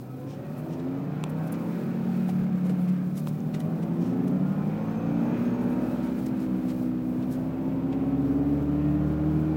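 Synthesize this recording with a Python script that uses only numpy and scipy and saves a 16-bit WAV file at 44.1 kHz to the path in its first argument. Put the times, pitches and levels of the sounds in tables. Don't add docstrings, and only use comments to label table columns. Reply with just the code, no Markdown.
import sys
import numpy as np
from scipy import signal
from scipy.fft import rfft, irfft, next_fast_len
from scipy.io import wavfile

SR = 44100
rng = np.random.default_rng(int(sys.argv[2]) if len(sys.argv) > 2 else 0)


def generate_wav(signal):
    frames = np.transpose(np.atleast_2d(signal))
    scaled = np.clip(frames, -1, 1) * 32767
    pcm = np.round(scaled).astype(np.int16)
    wavfile.write(sys.argv[1], SR, pcm)


N = 421596
T = np.arange(N) / SR

# freq_hz, density_db
TYRE_SPECTRUM = [(25, -40), (55, -16.5), (90, -10.5), (125, 0.5), (170, 2), (260, -5), (380, -7),
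                 (560, -11.5), (750, -19.5), (1000, -21), (1400, -29), (2000, -36.5), (3000, -39),
                 (5000, -54.5)]
# freq_hz, width_hz, level_db
TRIM_MODES = [(750, 45, -57), (2434, 150, -71)]
# start_s, pitch_hz, peak_db, t60_s
TRIM_KNOCKS = [(2.087, 810, -37, 0.055), (2.29, 760, -27, 0.028), (2.415, 56, -40, 0.21),
               (2.655, 520, -32, 0.064), (2.699, 477, -27.5, 0.034), (2.791, 524, -32, 0.036),
               (4.13, 700, -34, 0.026), (6.651, 620, -32, .03)]
# centre_s, half_width_s, pitch_hz, level_db
SQUEAL_EVENTS = [(.13, 0.072, 1287, -61), (.48, .15, 1896, -67.5), (8.85, .2, 1850, -65)]
# centre_s, half_width_s, level_db
RUSTLE_EVENTS = [(0.317, 0.059, -57.5), (.734, 0.047, -58), (4.056, 0.097, -59.5)]
# freq_hz, density_db
RUSTLE_SPECTRUM = [(800, -31), (2700, 1), (4400, -8), (5600, -1.5), (6500, -7), (9000, -12), (16000, -32)]

# time_s, level_db
GRIP_LEVEL = [(0, -60), (1.1, -64.5), (1.7, -58), (2.65, -61.5), (3.0, -59.5), (4.4, -61), (5.5, -61),
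              (6.15, -57), (7.3, -60), (7.7, -64)]
# freq_hz, density_db
GRIP_SPECTRUM = [(1500, -17.5), (4000, 3), (7000, -0.5), (10000, -0.5), (13000, 1), (16000, 9)]
# centre_s, half_width_s, level_db, tilt_db_per_band
SCUFF_EVENTS = [(0.588, 0.028, -70, 10.5), (.801, 0.016, -66, -8), (1.3, .012, -65, 9),
                (1.476, .013, -61.5, 9), (1.527, 0.0075, -61, 20), (1.55, 0.017, -68, -6),
                (2.293, 0.025, -61, 4), (2.663, 0.024, -60.5, -1), (2.702, 0.025, -62, 1),
                (2.82, 0.047, -78, 16), (2.891, 0.017, -60, -4), (3.18, 0.033, -53.5, 2.5),
                (3.282, 0.021, -54.5, 1), (3.547, 0.018, -62.5, -14.5), (3.604, .012, -61, 8),
                (3.832, 0.014, -60, -6), (4.282, 0.009, -55, 0), (5.633, .035, -72, 8),
                (5.718, 0.057, -68, 4), (6.056, 0.068, -65, 1), (6.19, 0.021, -63, 3),
                (6.265, 0.008, -55.5, 0), (6.42, 0.067, -63.5, -1), (6.704, 0.033, -57.5, -5.5),
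                (7.231, 0.024, -66.5, -10.5), (7.332, 0.039, -58, 2.5), (7.93, 0.015, -72, -19)]
# low_hz, high_hz
SCUFF_EDGES = [(900, 3500), (3500, 9000), (9000, 15800)]
# start_s, level_db, decay_s
CREAK_EVENTS = [(1.54, -51, .012), (2.292, -47, .01), (2.694, -48.5, 0.014), (2.963, -57, .006),
                (3.543, -44.5, 0.016), (3.603, -47, 0.0096), (6.264, -46, 0.0065), (6.688, -54, .012),
                (7.926, -57, .008)]
# freq_hz, width_hz, gain_db
CREAK_RESONANCES = [(1050, 200, -6), (1450, 200, -2), (1970, 170, 0), (2300, 160, -5), (2850, 400, -4),
                    (3700, 500, -7), (5200, 2000, -9)]
# start_s, ring_peak_db, tick_db, tilt_db_per_octave
TAP_EVENTS = [(1.2394, -18.5, -39, .5), (1.539, -35, -58, -3), (3.273, -23.5, -52, -4),
              (3.405, -50, -52, 2), (3.603, -38, -46, 0)]
# freq_hz, density_db
TICK_SPECTRUM = [(1000, -22), (4000, -21), (6000, 11), (8000, 3), (11000, -22), (16000, -20)]
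# freq_hz, gain_db, t60_s
CASE_MODES = [(1030, 0, .008), (1280, -6, .007), (2620, -2, .005), (3330, -3.5, .005), (7700, -5, .003)]

# time_s, crank_hz
CRANK_SPEED = [(0, 40.6), (.75, 56), (1.2, 64.8), (1.7, 73.3), (1.94, 76), (2.15, 76.2), (2.35, 74.7),
               (2.87, 65.3), (3.23, 51.4), (3.43, 49.2), (3.65, 51.3), (4.55, 63.8), (4.8, 67.1),
               (5.54, 76), (5.8, 78.3), (6, 78.9), (6.34, 69.9), (6.75, 55.2), (7.2, 52.5), (8.68, 60.8),
               (9.56, 64.9)]
# time_s, gain_db
THROTTLE_GAIN = [(0, -9.5), (.7, 0), (1.55, 1), (2.05, -4), (2.5, -10), (3.25, -12.5), (3.65, 1), (4.6, 1),
                 (5.3, 3), (5.85, 1.5), (6.25, -6), (7.0, -9.5), (7.4, 0), (8.3, 1), (9.56, 0)]
# time_s, pitch_hz, level_db
WHISTLE_GLIDE = [(4.8, 6220, -74), (5.15, 6350, -76), (5.6, 6520, -72), (5.85, 6617, -89)]
# time_s, level_db
PUMP_LEVEL = [(0, -54), (.3, -48.5), (.55, -51), (.9, -55), (1.4, -69), (2.2, -66), (9.56, -62.5)]
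# time_s, level_db
HOWL_LEVEL = [(0, -77), (1.15, -52), (1.45, -45.5), (1.68, -61), (2.6, -90)]
# freq_hz, density_db
RASP_SPECTRUM = [(100, -9.5), (250, -4.5), (500, 5), (800, -3.5), (1050, -10), (1400, -1.5), (2000, -9),
                 (2450, -20.5), (3000, -14.5), (4500, -19), (8000, -29), (15000, -96)]
# freq_hz, width_hz, gain_db
PANEL_MODES = [(1284, 120, -13), (1440, 250, -22), (1800, 61, -28.5), (2306, 160, -14), (2530, 110, -15)]
# time_s, level_db
FIRING_LEVEL = [(0, -42), (.25, -39.5), (.7, -43), (1.05, -48), (1.5, -42.5), (1.8, -36), (2.15, -32),
                (2.6, -35), (2.95, -41), (3.25, -38), (3.6, -36), (4.35, -31.5), (4.95, -40), (5.95, -33),
                (6.75, -40), (7.05, -46), (7.4, -37), (8.2, -39), (9.56, -39.5)]
# freq_hz, width_hz, lift_db
FIRING_MODE = (187, 8, 7)
# crank_multiple, gain_db
GROWL_ACCENTS = [(1.5, -0.5), (2.5, -0.5), (3.5, 0), (4, -5.5), (5, -2), (6, 0.5), (8, 0.5), (9.5, -3),
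                 (10, 1), (12, 1.5), (16, 3), (17, 3), (22.5, 4.5)]
# freq_hz, width_hz, lift_db
EXHAUST_MODES = [(229, 15, 10), (263.7, 35, 23.5), (345, 76, 10.5)]
# freq_hz, width_hz, lift_db
SHELL_MODES = [(110, 30, 8), (360, 22, 5), (430, 40, 4), (750, 90, 4)]
# freq_hz, gain_db
CABIN_RESPONSE = [(40, -29), (80, -11), (165, -8), (270, 1), (380, -7.5), (435, -7.5), (490, -7.5),
                  (575, -7), (665, -10), (740, -13.5), (805, -12.5), (905, -14), (1000, -17.5), (1180, -19),
                  (1290, -19.5), (1350, -23.5), (1430, -19.5), (1750, -27), (2100, -31), (2450, -23),
                  (3000, -42.5)]

# time_s, pinion_hz
PINION_SPEED = [(0, 19.3), (.75, 26.3), (1.46, 32.8), (1.94, 36.4), (2.35, 36.7), (2.87, 36.1), (3.1, 36.7),
                (3.7, 41.7), (4.6, 51.5), (5.26, 58.6), (5.9, 63.9), (6.3, 63.6), (7.1, 62.4), (7.8, 67),
                (8.5, 71.9), (9.56, 78.1)]
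# start_s, end_s, lift_db
OVERRUN_SPANS = [(1.93, 3.263, 7), (5.95, 7.355, 2.5)]
# freq_hz, density_db
WHIRR_SPECTRUM = [(700, -30), (1150, 6), (1320, -4), (1450, -24), (1560, 5), (1720, -5), (1850, -6),
                  (2020, -13), (2140, 0), (2250, -9), (2400, -8), (2550, -11), (2750, -14), (3300, -32)]
# pinion_multiple, drive_db, best_pinion_hz, loss_one_octave_off_db
WHINE_ORDERS = [(2, -26.5, 67, 5.5), (3, -31, 51, 23.5), (4, -29, 85.5, 2.5), (5, -31, 32.3, 8),
                (6, -37, 30, 10.5), (7, -40.5, 33, 45)]
# pinion_multiple, gain_db
WHINE_OVERTONES = [(8, -0.5), (9, -0.5), (10, -3), (11, -6.5), (12, -13), (13, -7), (14, -12.5), (15, -3.5),
                   (16, -9.5), (17, -11.5), (18, -6), (20, -7), (25, -10), (34, -8)]
# freq_hz, gain_db
BODY_RESPONSE = [(40, -56), (100, -29), (112, -15), (131, -18), (150, -2), (172, -2), (182, -1.5),
                 (191, -4.5), (222, -3), (242, 2.5), (261, -4), (285, 2), (318, -1), (350, -6), (400, -2.5)]
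# freq_hz, width_hz, lift_db
HUM_MODES = [(56, 6, 4.2), (74.3, 10, 11.2)]

SHAFT_REF_HZ = 60


def undb(db):
    return 10 ** (np.asarray(db) / 20)


def curves(rows):
    times_s, *columns = np.transpose(rows)
    return [np.interp(T, times_s, column) for column in columns]


def response_db(points, hz):
    points_hz, db = np.transpose(points)
    return np.interp(np.log(hz + 1), np.log(points_hz), db)


def unit(x):
    return x / np.sqrt(np.mean(x ** 2))


def noise(spectrum):
    size = next_fast_len(N)
    gain = undb(response_db(spectrum, np.fft.rfftfreq(size, 1 / SR)))
    return unit(irfft(rfft(rng.standard_normal(size)) * gain, size)[:N])


def walk(rate_hz):
    steps = rng.standard_normal(4096)
    return unit(np.interp(T * rate_hz, np.arange(len(steps)), steps))


def partial(turns, order, flutter_db, flutter_hz):
    phase = 2 * np.pi * ((order * turns + rng.random()) % 1).astype(np.float32)
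    depth = undb(flutter_db)
    in_phase = 1 + depth * walk(flutter_hz)
    quadrature = depth * walk(flutter_hz)
    return np.sqrt(2) * (in_phase * np.sin(phase) + quadrature * np.cos(phase))


def octaves(hz):
    return np.log2(hz / SHAFT_REF_HZ)


def resonance_db(hz, modes):
    return sum(db / (1 + (2 * (hz - mode_hz) / width_hz) ** 2) for mode_hz, width_hz, db in modes)


def standing_waves_db(hz, depth_db):
    mode_hz = np.arange(0, 4000, 22)
    return depth_db * np.interp(hz, mode_hz, rng.uniform(-1, 1, len(mode_hz)))


def ring_through(x, hz, width_hz):
    return unit(signal.lfilter(*signal.iirpeak(hz, hz / width_hz, fs=SR), x))


def damped_sine(t, hz, t60_s):
    return np.sin(2 * np.pi * hz * t) * np.exp(-np.log(1000) * t / t60_s)


def tyres():
    pinion_hz, = curves(PINION_SPEED)
    surface_db = .8 * walk(6)
    rumble_db = -38 + 3.9 * np.log2(pinion_hz / pinion_hz.mean())
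    shaking = rng.standard_normal(N)
    trim = sum(undb(db) * ring_through(ring_through(shaking, hz, width_hz), hz, width_hz)
               for hz, width_hz, db in TRIM_MODES)
    return (undb(rumble_db) * noise(TYRE_SPECTRUM) + trim) * undb(surface_db)


def knocks():
    out, t = np.zeros(N), T[:SR // 4]
    for start_s, hz, peak_db, t60_s in TRIM_KNOCKS:
        start = int(start_s * SR)
        out[start:start + len(t)] += undb(peak_db) * damped_sine(t, hz, t60_s)
    return out


def squeals():
    out = np.zeros(N)
    for centre_s, half_width_s, hz, db in SQUEAL_EVENTS:
        swell = undb(db) * np.exp(-((T - centre_s) / half_width_s) ** 2)
        out += swell * partial(hz * T, 1, flutter_db=-9, flutter_hz=35)
    return out


def rustles():
    swells = sum(undb(db) * np.exp(-2 * ((T - centre_s) / half_width_s) ** 2)
                 for centre_s, half_width_s, db in RUSTLE_EVENTS)
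    return swells * noise(RUSTLE_SPECTRUM) * undb(1.5 * walk(120))


def fingers():
    grip_db, = curves(GRIP_LEVEL)
    out = noise(GRIP_SPECTRUM) * undb(grip_db + 1.1 * walk(70) + 1.9 * walk(12))
    for band, edges_hz in enumerate(SCUFF_EDGES):
        bandpass = signal.butter(2, edges_hz, "band", fs=SR, output="sos")
        grains = rng.standard_normal(N) * undb(2.5 * walk(350))
        grains = unit(signal.sosfilt(bandpass, grains))
        for centre_s, half_width_s, db, tilt_db in SCUFF_EVENTS:
            near = np.abs(T - centre_s) < 2 * half_width_s
            swell = np.exp(-2.2 * ((T[near] - centre_s) / half_width_s) ** 2)
            out[near] += undb(db + tilt_db * (band - 1)) * swell * grains[near]
    return out


def creaks(slips_per_s=1600):
    slips = (rng.random(N) < slips_per_s / SR) * rng.uniform(.45, 1, N)
    ring = sum(undb(db) * ring_through(slips, hz, width_hz) for hz, width_hz, db in CREAK_RESONANCES)
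    envelope = sum(undb(db) * (T >= start_s) * np.exp(-np.abs(T - start_s) / decay_s)
                   for start_s, db, decay_s in CREAK_EVENTS)
    return envelope * unit(ring)


def taps(tick_decay_s=.00082):
    out, t = np.zeros(N), T[:SR // 20]
    tick = noise(TICK_SPECTRUM)
    for start_s, peak_db, tick_db, tilt_db in TAP_EVENTS:
        ring = 0
        for hz, db, t60_s in CASE_MODES:
            detune = 1 + .015 * rng.standard_normal()
            mode_db = db + tilt_db * np.log2(hz / CASE_MODES[0][0])
            ring += undb(mode_db) * damped_sine(t, hz * detune, t60_s)
        start = int(start_s * SR)
        out[start:start + len(t)] += undb(peak_db) * ring / np.abs(ring).max()
        out += undb(tick_db) * tick * np.exp(-np.abs(T - start_s) / tick_decay_s)
    return out


def whistle():
    hz, db = curves(WHISTLE_GLIDE)
    sounding = (T > WHISTLE_GLIDE[0][0]) & (T < WHISTLE_GLIDE[-1][0])
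    phase = 2 * np.pi * np.cumsum(hz) / SR
    upper = walk(160) * np.sin(phase)
    lower = undb(-7) * walk(300) * np.sin(.865 * phase)
    return sounding * undb(db) * np.sqrt(2) * (upper + lower)


def pump(crank_turns, vane_order=11.2):
    level_db, = curves(PUMP_LEVEL)
    tone = sum(undb(db) * partial(crank_turns, k * vane_order, flutter_db=-8, flutter_hz=14)
               for k, db in enumerate((0, -18, -22), start=1))
    return undb(level_db) * tone


def engine_load_db(crank_hz, db_per_octave=11.5):
    throttle_db, = curves(THROTTLE_GAIN)
    return -47 + db_per_octave * octaves(crank_hz) + .1 * throttle_db


def rasp(crank_hz, crank_turns):
    phase = 2 * np.pi * crank_turns
    gate = 1 + .24 * np.cos(3 * phase) + .057 * np.cos(1.5 * phase) + .13 * np.cos(phase / 2)
    bursts = gate * noise(RASP_SPECTRUM) * undb(.87 * walk(14))
    panels = sum(undb(db + 2.9 * walk(5.2)) * ring_through(bursts, hz, width_hz)
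                 for hz, width_hz, db in PANEL_MODES)
    return undb(engine_load_db(crank_hz) - 8) * (bursts + panels)


def howl(crank_turns):
    level_db, = curves(HOWL_LEVEL)
    return undb(level_db) * partial(crank_turns, 9, flutter_db=-10, flutter_hz=14)


def growl(crank_hz, crank_turns, bank_order_db=1.5, half_order_db=-4, exhaust_share=.46):
    throttle_db, = curves(THROTTLE_GAIN)
    accent_db = dict(GROWL_ACCENTS)
    orders = np.r_[np.arange(1.5, 22, .5), np.arange(22.5, 39, 1.5)]
    uneven_turns = crank_turns + .004 * walk(28)
    out = np.zeros(N)
    for k in np.setdiff1d(orders, (3, 4.5)):
        hz = k * crank_hz
        order_db = bank_order_db if k % 1.5 == 0 else half_order_db * (k % 1 > 0)
        path_db = response_db(CABIN_RESPONSE, hz) + standing_waves_db(hz, depth_db=7)
        path_db += exhaust_share * resonance_db(hz, EXHAUST_MODES) + resonance_db(hz, SHELL_MODES)
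        line = partial(uneven_turns, k, flutter_db=-7.5, flutter_hz=15)
        out += undb(order_db + accent_db.get(k, 0) + path_db) * line
    return undb(engine_load_db(crank_hz) + throttle_db - 4.7) * out


def drone(crank_hz, crank_turns):
    throttle_db, = curves(THROTTLE_GAIN)
    firing_db = curves(FIRING_LEVEL)[0] + resonance_db(3 * crank_hz, [FIRING_MODE])
    fifth_db = -56 + .83 * throttle_db + resonance_db(4.5 * crank_hz, EXHAUST_MODES)
    firing = undb(firing_db) * partial(crank_turns, 3, flutter_db=-17, flutter_hz=25)
    fifth = undb(fifth_db) * partial(crank_turns, 4.5, flutter_db=-18, flutter_hz=25)
    return firing + fifth


def overrun_db(ramp_s=.29):
    return sum(db * np.clip(np.minimum(T - start_s, end_s - T) / ramp_s, 0, 1)
               for start_s, end_s, db in OVERRUN_SPANS)


def whirr(pinion_turns, throb_depth=.35):
    lift_db = overrun_db()
    envelope = undb(-57.5 + 1.5 * walk(7.1)) * lift_db / lift_db.max()
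    throb = 1 + throb_depth * np.cos(2 * np.pi * pinion_turns)
    return envelope * throb * noise(WHIRR_SPECTRUM)


def axle_hum(pinion_hz, pinion_turns, db_per_octave=30.5):
    level_db = -56 + db_per_octave * octaves(pinion_hz) + resonance_db(pinion_hz, HUM_MODES)
    return undb(level_db) * partial(pinion_turns, 1, flutter_db=-23, flutter_hz=20)


def axle_whine(pinion_hz, pinion_turns, overrun_order=5, overtone_db=-48.5):
    out = np.zeros(N)
    for k, drive_db, best_hz, loss_db in WHINE_ORDERS:
        level_db = drive_db - loss_db * np.log2(pinion_hz / best_hz) ** 2
        level_db += response_db(BODY_RESPONSE, k * pinion_hz)
        if k == overrun_order:
            level_db += overrun_db()
        out += undb(level_db) * partial(pinion_turns, k, flutter_db=-15.5, flutter_hz=22)
    for k, gain_db in WHINE_OVERTONES:
        level_db = overtone_db + gain_db + response_db(CABIN_RESPONSE, k * pinion_hz)
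        out += undb(level_db) * partial(pinion_turns, k, flutter_db=-5, flutter_hz=7)
    return out


def scene():
    pinion_hz, = curves(PINION_SPEED)
    crank_hz, = curves(CRANK_SPEED)
    pinion_turns, crank_turns = np.cumsum(pinion_hz) / SR, np.cumsum(crank_hz) / SR
    axle = axle_hum(pinion_hz, pinion_turns) + axle_whine(pinion_hz, pinion_turns) + whirr(pinion_turns)
    engine = drone(crank_hz, crank_turns) + growl(crank_hz, crank_turns) + howl(crank_turns)
    engine += rasp(crank_hz, crank_turns) + pump(crank_turns) + whistle()
    background = squeals() + tyres() + knocks()
    handling = fingers() + rustles() + creaks() + taps()
    return (background + handling + engine + axle)[None]


def record(dry):
    tone_hz, cutoff_hz = 15000, 15850
    tone = undb(-74) * np.sqrt(2) * np.sin(2 * np.pi * tone_hz * T)
    return signal.sosfilt(signal.ellip(10, .2, 70, cutoff_hz, fs=SR, output="sos"), dry + tone)


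dry = scene()
out = record(dry)
generate_wav(out)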